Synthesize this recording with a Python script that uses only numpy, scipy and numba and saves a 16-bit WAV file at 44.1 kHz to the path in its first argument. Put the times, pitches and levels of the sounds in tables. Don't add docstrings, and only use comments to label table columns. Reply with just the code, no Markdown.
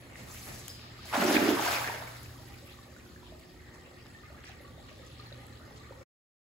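import sys
import numpy as np
from scipy import signal
from scipy.fft import rfft, irfft
from scipy.io import wavfile
from scipy.ndimage import uniform_filter1d, map_coordinates
from numba import njit

SR = 44100
rng = np.random.default_rng(int(sys.argv[2]) if len(sys.argv) > 2 else 0)


def unload_wav(signal):
    wavfile.write(
        sys.argv[1],
        SR,
        np.round(np.clip(np.atleast_2d(signal).T, -1, 1) * 32767).astype(np.int16),
    )


N = 285757
TIME = np.arange(N) / SR
FREQS = np.fft.rfftfreq(N, 1 / SR)
PORT_GAP_M, SOUND_M_PER_S = 0.23, 343
TOP_HZ = 15700
TOUCH_S, LAND_S, LAND_ATTACK_S, RING_S = 1.045, 1.124, 0.02, 0.4
# (start, attack, hold) [s]
RAIN = (1.568, 0.1, 0.072)
SPLATTER_FALL, SPRAY_FALL = 49, 36
# one row each for left and right, (level [dB])
POCKET_PAN_DB = [
    [-1.5],
    [0.5],
]


def undb(db):
    return 10 ** (np.asarray(db) / 20)


def curves(table):
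    s, *columns = np.transpose(table)
    return [np.interp(TIME, s, c) for c in columns]


def colour(x, points):
    hz, db = np.transpose(points)
    gain = undb(np.interp(np.log(FREQS + 1), np.log(hz), db))
    return irfft(rfft(x) * gain, N)


def unit(x):
    return x / np.sqrt(np.mean(x ** 2))


def walk(rate):
    k = int(SR / rate)
    steps = np.repeat(rng.standard_normal(N // k + 1), k)
    return unit(uniform_filter1d(uniform_filter1d(steps, k), k)[:N])


def envelope(start, attack, hold, fall_db_per_s):
    age = TIME - start
    return np.clip(age / attack, 0, 1) * undb(-fall_db_per_s * np.maximum(age - attack - hold, 0))


def swell(centre, half):
    return np.exp(-.5 * ((TIME - centre) / half) ** 2)


def together(*gains):
    return np.sqrt(sum(g ** 2 for g in gains))


def diffuse():
    likeness = .96 * np.sinc(2 * FREQS * PORT_GAP_M / SOUND_M_PER_S)
    mid, side = rfft(rng.standard_normal((2, N))) * np.sqrt([1 + likeness, 1 - likeness])
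    return unit(irfft([mid + side, mid - side], N))


@njit
def rings(start, hz, t60, size, glide, onset):
    out = np.zeros(N)
    for k in range(len(start)):
        first = int(start[k] * SR) + 1
        for i in range(max(first, 0), min(first + int(t60[k] * SR), N)):
            t = i / SR - start[k]
            age = t / t60[k]
            build = min(t * hz[k] / onset, 1.)
            cycles = hz[k] * t * (1 + glide[k] * age / 2)
            out[i] += size[k] * build * np.exp(-6.9 * age) * np.sin(2 * np.pi * cycles)
    return out


def placed(start, hz, t60, size, bearing, glide=0., onset=0.25):
    lag = bearing * PORT_GAP_M / SOUND_M_PER_S / 2
    glide = glide + np.zeros(len(hz))
    return np.array([rings(start + side * lag, 1. * hz, 1. * t60, 1. * size, glide, float(onset))
                     for side in (-1, 1)])


def droplets(rate, points, cycles, scatter_db, width, glide, onset=0.26):
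    when, pitch, life, strength, place = rng.random((int(rate * N / SR), 5)).T
    low, high = np.sqrt(points[0][0]), np.sqrt(min(points[-1][0], TOP_HZ))
    hz = (low + (high - low) * pitch) ** 2
    t60 = cycles * 2 ** (2 * life - 1) / hz
    excess = -np.log(1 - .985 * strength)
    size = undb(scatter_db * excess) * np.sqrt(np.sqrt(hz) / t60)
    bearing = width * (2 * place - 1) ** 3
    return unit(colour(placed(when * N / SR, hz, t60, size, bearing, glide, onset), points))


def swarms(table, per_s, cycles, glide):
    grains = []
    for s, db, half, centre, spread in table:
        count = int(per_s * half * np.sqrt(2 * np.pi)) + 1
        when, pitch, place, strength = rng.standard_normal((2048, 4))[:count].T
        hz = np.clip(centre * 2 ** (spread * pitch), 200, TOP_HZ)
        t60 = cycles / hz
        size = undb(db) * unit(undb(3 * strength)) * np.sqrt(4 * np.log(1000) / (per_s * t60))
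        grains.append([s + half * when, hz, t60, size, .3 * place])
    return placed(*np.hstack(grains), glide=glide, onset=0.72)


def patchy(x, depth_db, per_s, per_octave):
    hz, s, cells = signal.stft(x, SR, nperseg=256)
    chance = rng.standard_normal((64, 1024))
    places = np.meshgrid(per_octave * np.log2(1 + hz / hz[1]), per_s * s, indexing="ij")
    gain = undb(depth_db * map_coordinates(chance, places, mode="mirror"))
    return signal.istft(cells * unit(gain), SR)[1][:, :N]


def patio(x, wet_db, t60_low=0.64, t60_high=0.46):
    noise = diffuse()
    low = signal.sosfilt(signal.butter(2, 2500, fs=SR, output="sos"), noise)
    tail = low * undb(-60 * TIME / t60_low) + (noise - low) * undb(-60 * TIME / t60_high)
    tail = (tail * np.clip(TIME / 0.011 - .5, 0, 1))[:, :SR]
    tail /= np.sqrt(np.sum(tail ** 2) / 2)
    return x + undb(wet_db) * signal.fftconvolve(x.mean(axis=0)[None], tail, axes=1)[:, :N]


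def outdoors():
    # (frequency [Hz], gain [dB])
    rumble_colour = [(20, -30), (35, -14), (55, -4), (80, 2.5), (105, -4.5), (150, -6.5), (200, -12),
                     (280, -8.5), (420, -15.5), (900, -30.5), (3000, -40.5)]
    return unit(colour(diffuse(), rumble_colour)) * undb(-52.5 + .7 * walk(3))


def pump():
    # (time [s], level [dB])
    low_line = [(0, -52.5), (2.4, -49.5), (3.0, -59.5), (3.55, -65), (3.9, -62), (4.9, -60), (5.3, -50),
                (6, -55.5)]
    low_db, = curves(low_line)
    high_db = -67.5 + 9 * swell(centre=3.33, half=0.45)
    mains_hz = 60
    second, fourth, sixth = 2 * np.pi * mains_hz * np.outer([2, 4, 6], TIME)
    hum = undb(low_db + 1.6 * walk(8)) * np.sin(second + 0.52 * walk(3.4))
    hum += undb(-66 + 2 * walk(2.4)) * np.sin(fourth + 0.27 * walk(3.8))
    return hum + undb(high_db + 1.3 * walk(8.7)) * np.sin(sixth)


def spillway():
    # (time [s], level [dB])
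    flow = [(0, -58.5), (3.6, -61), (6, -59)]
    # (frequency [Hz], gain [dB])
    burble_colour = [(300, -19), (540, -4), (700, -11.5), (800, -6), (1030, -15), (1200, -5.5), (1370, -17),
                     (1680, -14.5), (1850, -6.5), (2250, -14), (2850, -16), (5100, -18.5), (6300, -23.5),
                     (8000, -20.5)]
    gurgle_colour = [(350, -4.5), (550, -3.5), (800, -5), (980, -9), (1200, 2), (1500, -4.5), (1850, -3),
                     (2200, -7.5), (2900, -14.5), (4200, -11.5), (5000, -21)]
    fizz_colour = [(4000, -11.5), (6300, 0), (7500, -9.5), (10500, 5), (12500, -4), (16000, -10)]
    flow_db, = curves(flow)
    burble = droplets(rate=3400, points=burble_colour, cycles=54, scatter_db=1.6, width=.8,
                      glide=0.099, onset=2.6)
    gurgles = droplets(rate=420, points=gurgle_colour, cycles=53, scatter_db=1.15, width=0.94,
                       glide=0.08, onset=5.2)
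    fizz = droplets(rate=2700, points=fizz_colour, cycles=7.1, scatter_db=4.5, width=0.38, glide=0)
    water = burble * undb(-.5 + 0.7 * walk(16))
    water += gurgles * undb(-3.5 + 0.72 * walk(7.9))
    water += fizz * undb(-14.5 + 1.0 * walk(7.9))
    return patchy(water, depth_db=2.24, per_s=16, per_octave=3.014) * undb(flow_db)


def singing():
    # (frequency [Hz], gain [dB])
    hiss_colour = [(1700, -24), (2000, -9), (2120, 6), (2300, -6), (2700, -26)]
    fade = envelope(0, attack=.01, hold=0.27, fall_db_per_s=89)
    return unit(colour(diffuse(), hiss_colour)) * undb(-64 + 2 * walk(25)) * fade


def throw():
    # (frequency [Hz], gain [dB])
    mesh_colour = [(1200, -14.5), (2300, -3.5), (3300, -6), (6000, 0.5), (8000, -2), (11500, -2.5),
                   (16000, -6.5)]
    air_colour = [(100, 0.5), (250, -3), (550, -7.5), (1300, -10), (2500, -9.5), (6000, -43)]
    # (time [s], level [dB], half length [s], centre [Hz], spread [octaves])
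    tugs = [(.195, -52.5, 0.019, 6460, .55), (.295, -51.5, .014, 1102, .3), (.325, -52, .004, 11500, .3),
            (.345, -46, .006, 12500, .25), (.345, -54, 0.013, 5990, .5), (.368, -51, 0.015, 2303, .2),
            (.482, -49, .01, 752, .3), (.595, -47, .009, 8020, .4), (.596, -53.5, 0.015, 795, .8),
            (.46, -48.5, 0.022, 11000, .15), (.702, -51.5, 0.01, 8500, .4), (.74, -54.5, 0.018, 7000, .7),
            (.96, -53, 0.016, 1697, .35), (1.0, -63.5, 0.033, 9500, .45), (1.04, -55, 0.019, 2200, .25)]
    release_s, spread_s, glide_s = 0.136, 0.45, 1
    airborne = np.clip((LAND_S - TIME) / LAND_ATTACK_S, 0, 1)
    released = np.clip((TIME - release_s) / .023, 0, 1)
    rubbing = released * together(undb(-50.5) * swell(spread_s, half=0.15), undb(-78.5))
    stirring = together(
        undb(-58) * envelope(0, 0.008, spread_s, fall_db_per_s=26.5),
        undb(-49.5) * swell(0.202, half=0.015),
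        undb(-48.5) * swell(.505, half=0.039),
        undb(-58) * np.clip((TIME - glide_s) / .03, 0, 1))
    strands = droplets(rate=9000, points=mesh_colour, cycles=6, scatter_db=2, width=.4, glide=0)
    mesh = patchy(strands, depth_db=2.7, per_s=80, per_octave=1.7) * rubbing * undb(0.7 * walk(66))
    air = unit(colour(diffuse(), air_colour)) * stirring * undb(1.0 * walk(31))
    return (mesh + air) * airborne + swarms(tugs, per_s=6500, cycles=7, glide=0)


def slaps():
    # (time [s], level [dB], centre [Hz])
    smack_list = [(.024, -46, 563), (.157, -35, 2040), (.326, -35, 14500), (.347, -42.5, 1500),
                  (.515, -42, 675), (0.794, -42, 2500), (.814, -45, 2790), (1.056, -41, 6380),
                  (1.128, -26.5, 1100), (1.136, -23, 943), (1.144, -21, 803), (1.154, -21.5, 674),
                  (1.168, -20.5, 860), (1.219, -21.5, 1500), (1.2237, -19, 1393), (1.264, -26.5, 6200),
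                  (1.309, -21, 626), (1.329, -17.5, 11300), (1.352, -22.5, 2408), (1.493, -26, 3620),
                  (1.711, -28, 11600), (2.232, -31, 11700), (2.259, -50, 775), (2.293, -47, 1160),
                  (4.06, -46, 1400), (4.062, -49, 720), (4.236, -50, 1700), (4.442, -39, 1850),
                  (5.270, -38, 14500), (5.467, -37, 11500)]
    s, db, hz = np.transpose(smack_list)
    return placed(s, hz, 7.4 / hz, undb(db + 9.0), bearing=0.046, onset=1.0)


def hand_line():
    # (frequency [Hz], gain [dB])
    cord_colour = [(1500, -14), (3000, -1.5), (4300, -1), (5200, -2), (7000, -24)]
    return unit(colour(diffuse(), cord_colour)) * undb(-58 + 2.0 * walk(40.2)) * swell(0.9, half=0.36)


def tackle():
    # (time [s], level [dB])
    knock_list = [(0.6807, -34), (0.682, -30.5)]
    # (frequency [Hz], level [dB])
    lead_modes = [(3200, -5.5), (7000, -4), (8200, -3), (10500, -2.5), (11700, -6.5), (14400, -3)]
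    # (time [s], level [dB])
    jingle_list = [(.694, -44), (.701, -41.5), (.745, -48), (.774, -55)]
    lead_t60_s, swivel_hz, swivel_t60_s = .005, 4980, .08
    knocks = [(s, hz, lead_t60_s, db + mode_db) for s, db in knock_list for hz, mode_db in lead_modes]
    jingles = [(s, swivel_hz * (1 + 0.0091 * rng.standard_normal()), swivel_t60_s, db)
               for s, db in jingle_list]
    s, hz, t60, db = np.transpose(knocks + jingles)
    return placed(s, hz, t60, undb(db), bearing=0.03)


def plops():
    # (time [s], level [dB], pitch [Hz], ring time [s])
    bubble_list = [(.99, -43.5, 1240, 0.049), (1.364, -24, 1882, 0.017), (1.367, -10.5, 2364, .012),
                   (1.346, -21, 800, .025), (1.382, -18, 713, 0.027), (1.569, -26.5, 940, 0.039),
                   (1.593, -24, 840, 0.044), (1.622, -24, 798, 0.043), (1.663, -24, 950, 0.042),
                   (1.676, -22, 1620, .02), (1.843, -23.5, 1610, 0.016), (1.875, -24, 1860, .018),
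                   (1.897, -24.5, 917, 0.033), (1.939, -29.5, 617, 0.028), (1.96, -32, 1550, .02),
                   (2.023, -31, 880, 0.02), (2.073, -38.5, 2200, 0.047), (2.081, -38, 1300, .02),
                   (2.16, -42, 2090, .016), (2.259, -43, 2550, 0.019), (2.357, -46.5, 1130, .03),
                   (2.385, -52, 954, 0.063), (2.40, -49, 630, 0.071), (2.43, -49, 796, 0.057),
                   (2.50, -50.5, 798, 0.15), (2.565, -56, 810, 0.064), (2.54, -47, 2460, 0.027),
                   (2.625, -49.5, 556, 0.094), (2.68, -51, 1270, .04), (2.788, -46, 1135, 0.049),
                   (2.964, -42.5, 1460, 0.024), (3.062, -50, 1440, .03), (3.161, -43, 1700, .026),
                   (3.23, -48, 970, 0.047), (3.266, -56, 1120, .035), (3.321, -43.5, 637, 0.082),
                   (3.49, -51, 720, .04), (3.783, -51, 1820, .06), (3.86, -50, 2640, .04),
                   (3.875, -45, 531, 0.063), (4.148, -48, 1806, 0.15), (4.235, -49.5, 1230, 0.1),
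                   (4.302, -42, 597, 0.038), (4.318, -49, 680, .04), (4.345, -48, 1190, 0.063),
                   (4.495, -43, 767, .04), (4.603, -45, 566, 0.049), (4.644, -47, 514, 0.044),
                   (4.646, -49.5, 1142, 0.16), (4.745, -57, 1150, .04), (4.778, -41.5, 630, 0.032),
                   (4.795, -47, 790, 0.038), (4.914, -41.5, 597, 0.034), (4.995, -45.5, 524, 0.099),
                   (5.036, -48, 510, 0.049), (5.195, -45.5, 1205, 0.073), (5.199, -44, 4220, .025),
                   (5.222, -53, 4380, 0.036), (5.26, -53, 4230, 0.14), (5.318, -38, 550, 0.036),
                   (5.326, -40, 3900, 0.024), (5.43, -45, 800, 0.036), (5.606, -48, 635, 0.043),
                   (5.679, -43.5, 560, 0.04), (5.708, -51, 830, 0.069), (5.907, -37, 532, 0.055),
                   (5.922, -40.5, 914, 0.022), (6.012, -41.5, 541, 0.044)]
    s, db, hz, t60 = np.transpose(bubble_list)
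    return placed(s, hz, t60, undb(db + 1.0), bearing=0.22, glide=.04, onset=1.4)


def smack_gains():
    # (time [s], splatter level [dB], spray level [dB])
    stretches = [(1.152, -30.5, -56.5), (1.215, -37, -49.5), (1.283, -34, -44.5), (1.356, -32, -44),
                 (1.495, -31, -38.5)]
    return together(*[undb([[db], [spray_db]]) * swell(s, half=0.015) for s, db, spray_db in stretches])


def splatter_gain():
    return together(
        undb(-58) * envelope(TOUCH_S, 0.033, LAND_S - TOUCH_S, SPLATTER_FALL),
        smack_gains()[0],
        undb(-33.5) * envelope(LAND_S, LAND_ATTACK_S, RING_S, SPLATTER_FALL),
        undb(-34.5) * envelope(*RAIN, fall_db_per_s=62.5))


def gulp_gain():
    pinch_s, attack_s, hold_s = 0.047, 0.055, 0.309
    pockets = (LAND_S + pinch_s, attack_s, hold_s)
    return together(undb(-31) * envelope(*pockets, fall_db_per_s=397),
                    undb(-46) * envelope(*pockets, fall_db_per_s=55))


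def spray_gain():
    return together(
        undb(-48.5) * envelope(TOUCH_S, 0.013, LAND_S - TOUCH_S, SPRAY_FALL),
        undb(-41) * envelope(LAND_S, LAND_ATTACK_S, RING_S, SPRAY_FALL),
        undb(-37.5) * swell(1.32, half=0.066),
        smack_gains()[1],
        undb(-37) * envelope(*RAIN, fall_db_per_s=65),
        undb(-53) * envelope(*RAIN, fall_db_per_s=10.5))


def splash():
    # (frequency [Hz], gain [dB])
    impact_colour = [(200, -23), (450, -7.5), (650, 1), (1000, -9), (1500, -6), (2200, -8.5), (3000, -15.5),
                     (4500, -27), (8000, -25.5)]
    bubble_colour = [(200, -25), (450, -8.5), (650, -5.5), (950, -4), (1500, -4), (2200, -9.5),
                     (3000, -14.5), (4500, -24.5), (8000, -27)]
    gulp_colour = [(60, -36), (130, -17.5), (200, -9), (290, -0.5), (400, -2.5), (490, -8.5), (900, -15.5)]
    spray_colour = [(1500, -9.5), (3000, -3.5), (4900, -2), (7000, -7.5), (8800, -8), (11500, -5),
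                    (14000, -6.5), (16000, -7.5)]
    clumps = walk(55)
    impacts = droplets(rate=1800, points=impact_colour, cycles=5.2, scatter_db=1.7, width=1.3,
                       glide=0, onset=0.62)
    bubbles = droplets(rate=1800, points=bubble_colour, cycles=30, scatter_db=1.0, width=0.87,
                       glide=0.12, onset=0.68)
    bubbly = np.interp(TIME, [1.2, 1.9], [.4, .75])
    splatter = (np.sqrt(1 - bubbly) * impacts + np.sqrt(bubbly) * bubbles) * undb(0.46 * clumps)
    splatter = patchy(splatter, depth_db=1.5, per_s=70, per_octave=2.5)
    gulps = droplets(rate=900, points=gulp_colour, cycles=7.2, scatter_db=-1, width=1.0,
                     glide=0.11, onset=0.93)
    gulps = gulps * undb(1.9 * walk(45) + np.array(POCKET_PAN_DB))
    spray = droplets(rate=6000, points=spray_colour, cycles=3.8, scatter_db=-1.0, width=.6, glide=.1)
    spray = patchy(spray * undb(0.97 * clumps), depth_db=2.05, per_s=70, per_octave=3.97)
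    return splatter * splatter_gain() + gulps * gulp_gain() + spray * spray_gain()


def small_splashes():
    # (time [s], level [dB], half length [s], centre [Hz], spread [octaves])
    splash_list = [(1.056, -52.5, 0.0061, 780, 0.26), (1.1, -45.5, 0.0099, 2000, 0.28),
                   (1.15, -33, .014, 1100, 0.36), (1.217, -32.5, .009, 1610, 0.3),
                   (1.273, -38.5, 0.0076, 5300, 0.11), (1.28, -44, .008, 1630, 0.19),
                   (1.327, -36, 0.0047, 5550, .15), (1.343, -36, .003, 3800, .6),
                   (1.355, -31, .014, 2100, .45), (1.425, -34, .007, 1606, .4),
                   (1.463, -38, 0.0062, 2330, 0.18), (1.582, -34, 0.0096, 1350, 0.26),
                   (1.644, -35.5, .01, 2073, 0.43), (1.691, -36, .014, 776, 0.12),
                   (1.68, -35, 0.0087, 1620, 0.18), (1.741, -34, 0.021, 2160, 0.17),
                   (1.78, -36.5, 0.0054, 1310, 0.42), (1.883, -35, 0.0058, 1830, 0.24),
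                   (1.948, -43, 0.019, 1940, 0.28), (2.032, -47, 0.013, 1104, 0.46),
                   (2.11, -53.5, 0.04, 1800, 0.34), (2.242, -57, 0.0057, 6000, 0.51),
                   (2.262, -59, 0.0053, 2470, 0.18), (2.288, -64, 0.0056, 4100, 0.22),
                   (2.485, -56, 0.0048, 2040, .25), (2.543, -58, 0.0084, 2400, 0.12),
                   (2.589, -59, 0.0048, 4600, 0.18), (2.669, -60, .006, 11400, .15),
                   (2.695, -55, .018, 2600, 0.26), (2.726, -57, 0.0096, 3800, 0.096),
                   (2.834, -60, .007, 4030, .15), (2.979, -64, .005, 7100, .15),
                   (3.004, -59, .008, 2260, 0.17), (3.274, -59.5, 0.02, 3400, 0.13),
                   (3.398, -58, 0.0028, 8500, 0.5), (3.43, -61, 0.011, 2500, 0.64),
                   (3.684, -56.5, 0.011, 1900, 0.22), (3.75, -55, 0.011, 1380, 0.42),
                   (3.746, -61.5, 0.0094, 6700, 0.38), (3.87, -64, 0.018, 2700, .13),
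                   (3.993, -59.5, 0.013, 2560, 0.16), (4.065, -57.5, 0.0036, 3000, 0.61),
                   (4.397, -56, .022, 1620, 0.42), (4.47, -54.5, 0.02, 4340, 0.61),
                   (4.487, -52, 0.025, 2150, 0.33), (4.618, -62, .007, 11400, .12),
                   (4.891, -53, 0.0078, 2400, 0.28), (5.07, -58.5, 0.0056, 6960, 0.19),
                   (5.11, -61, 0.16, 3560, 0.3), (5.221, -62, 0.016, 2300, 0.34),
                   (5.409, -60.5, 0.027, 1940, 0.1), (5.567, -62, 0.0082, 3030, 0.098),
                   (5.768, -61, 0.0064, 3200, 0.11), (5.772, -61, .006, 6400, 0.18),
                   (5.84, -60, 0.031, 1970, 0.12)]
    return swarms(splash_list, per_s=2000, cycles=28, glide=.08)


def plunges():
    # (time [s], level [dB], pitch [Hz])
    pocket_list = [(1.143, -32.5, 270), (1.176, -20.5, 257), (1.197, -23, 216), (1.218, -22.5, 210),
                   (1.247, -14.5, 346), (1.282, -17, 324), (1.296, -16, 277), (1.347, -14, 314),
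                   (1.363, -13, 285), (1.379, -25, 378), (1.415, -15.5, 298), (1.455, -16.5, 378),
                   (1.485, -11, 299), (1.507, -15.5, 392), (1.524, -17.5, 282), (1.538, -21, 287),
                   (1.636, -27.5, 339), (1.865, -39.5, 260), (1.885, -32, 409)]
    s, db, hz = np.transpose(pocket_list)
    pockets = placed(s, hz, 11.1 / hz, undb(db + 5.5), bearing=0.21, glide=0.081, onset=1.72)
    return pockets * undb(POCKET_PAN_DB)


def chirps():
    # (time [s], level [dB], starting pitch [Hz], sweep [Hz per s])
    sweep_list = [(1.808, -25.5, 689, 42000), (2.013, -36.5, 581, 12000)]
    s, db, hz, sweep = np.transpose(sweep_list)
    t60_s = 0.053
    return placed(s, hz, np.full(len(s), t60_s), undb(db + 0.5), bearing=.1,
                  glide=sweep * t60_s / hz, onset=2.3)


def widen(x, lag_s=.000244, in_phase_hz=11250):
    # (frequency [Hz], gain [dB])
    left_tone = [(60, -.5), (700, -1), (2400, 0), (4400, 2.2), (7000, 0.5), (16000, 0)]
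    left, right = rfft(x)
    share = np.interp(FREQS, [4500, 7500], [0, .93])
    copy = right * np.exp(-2j * np.pi * (FREQS - in_phase_hz) * lag_s)
    left, right = irfft([np.sqrt(1 - share ** 2) * left + share * copy, right], N)
    return np.array([colour(left, left_tone), right])


def scene():
    near = patio(splash() + slaps() + small_splashes(), wet_db=-4.0)
    near += patio(tackle() + plops() + chirps(), wet_db=-3)
    near += patio(plunges(), wet_db=-8.5)
    far = patio(throw() + hand_line() + spillway(), wet_db=-3.0)
    return near + far + singing() + pump() + outdoors()


def record(dry):
    thin = signal.sosfilt(signal.butter(2, 30, "highpass", fs=SR, output="sos"), widen(dry))
    stop_s = 6.031
    stop = np.exp(-np.maximum(TIME - stop_s, 0) / .003)
    return signal.sosfilt(signal.ellip(10, .2, 80, TOP_HZ, fs=SR, output="sos"), thin * stop)


dry = scene()
out = record(dry)
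unload_wav(out)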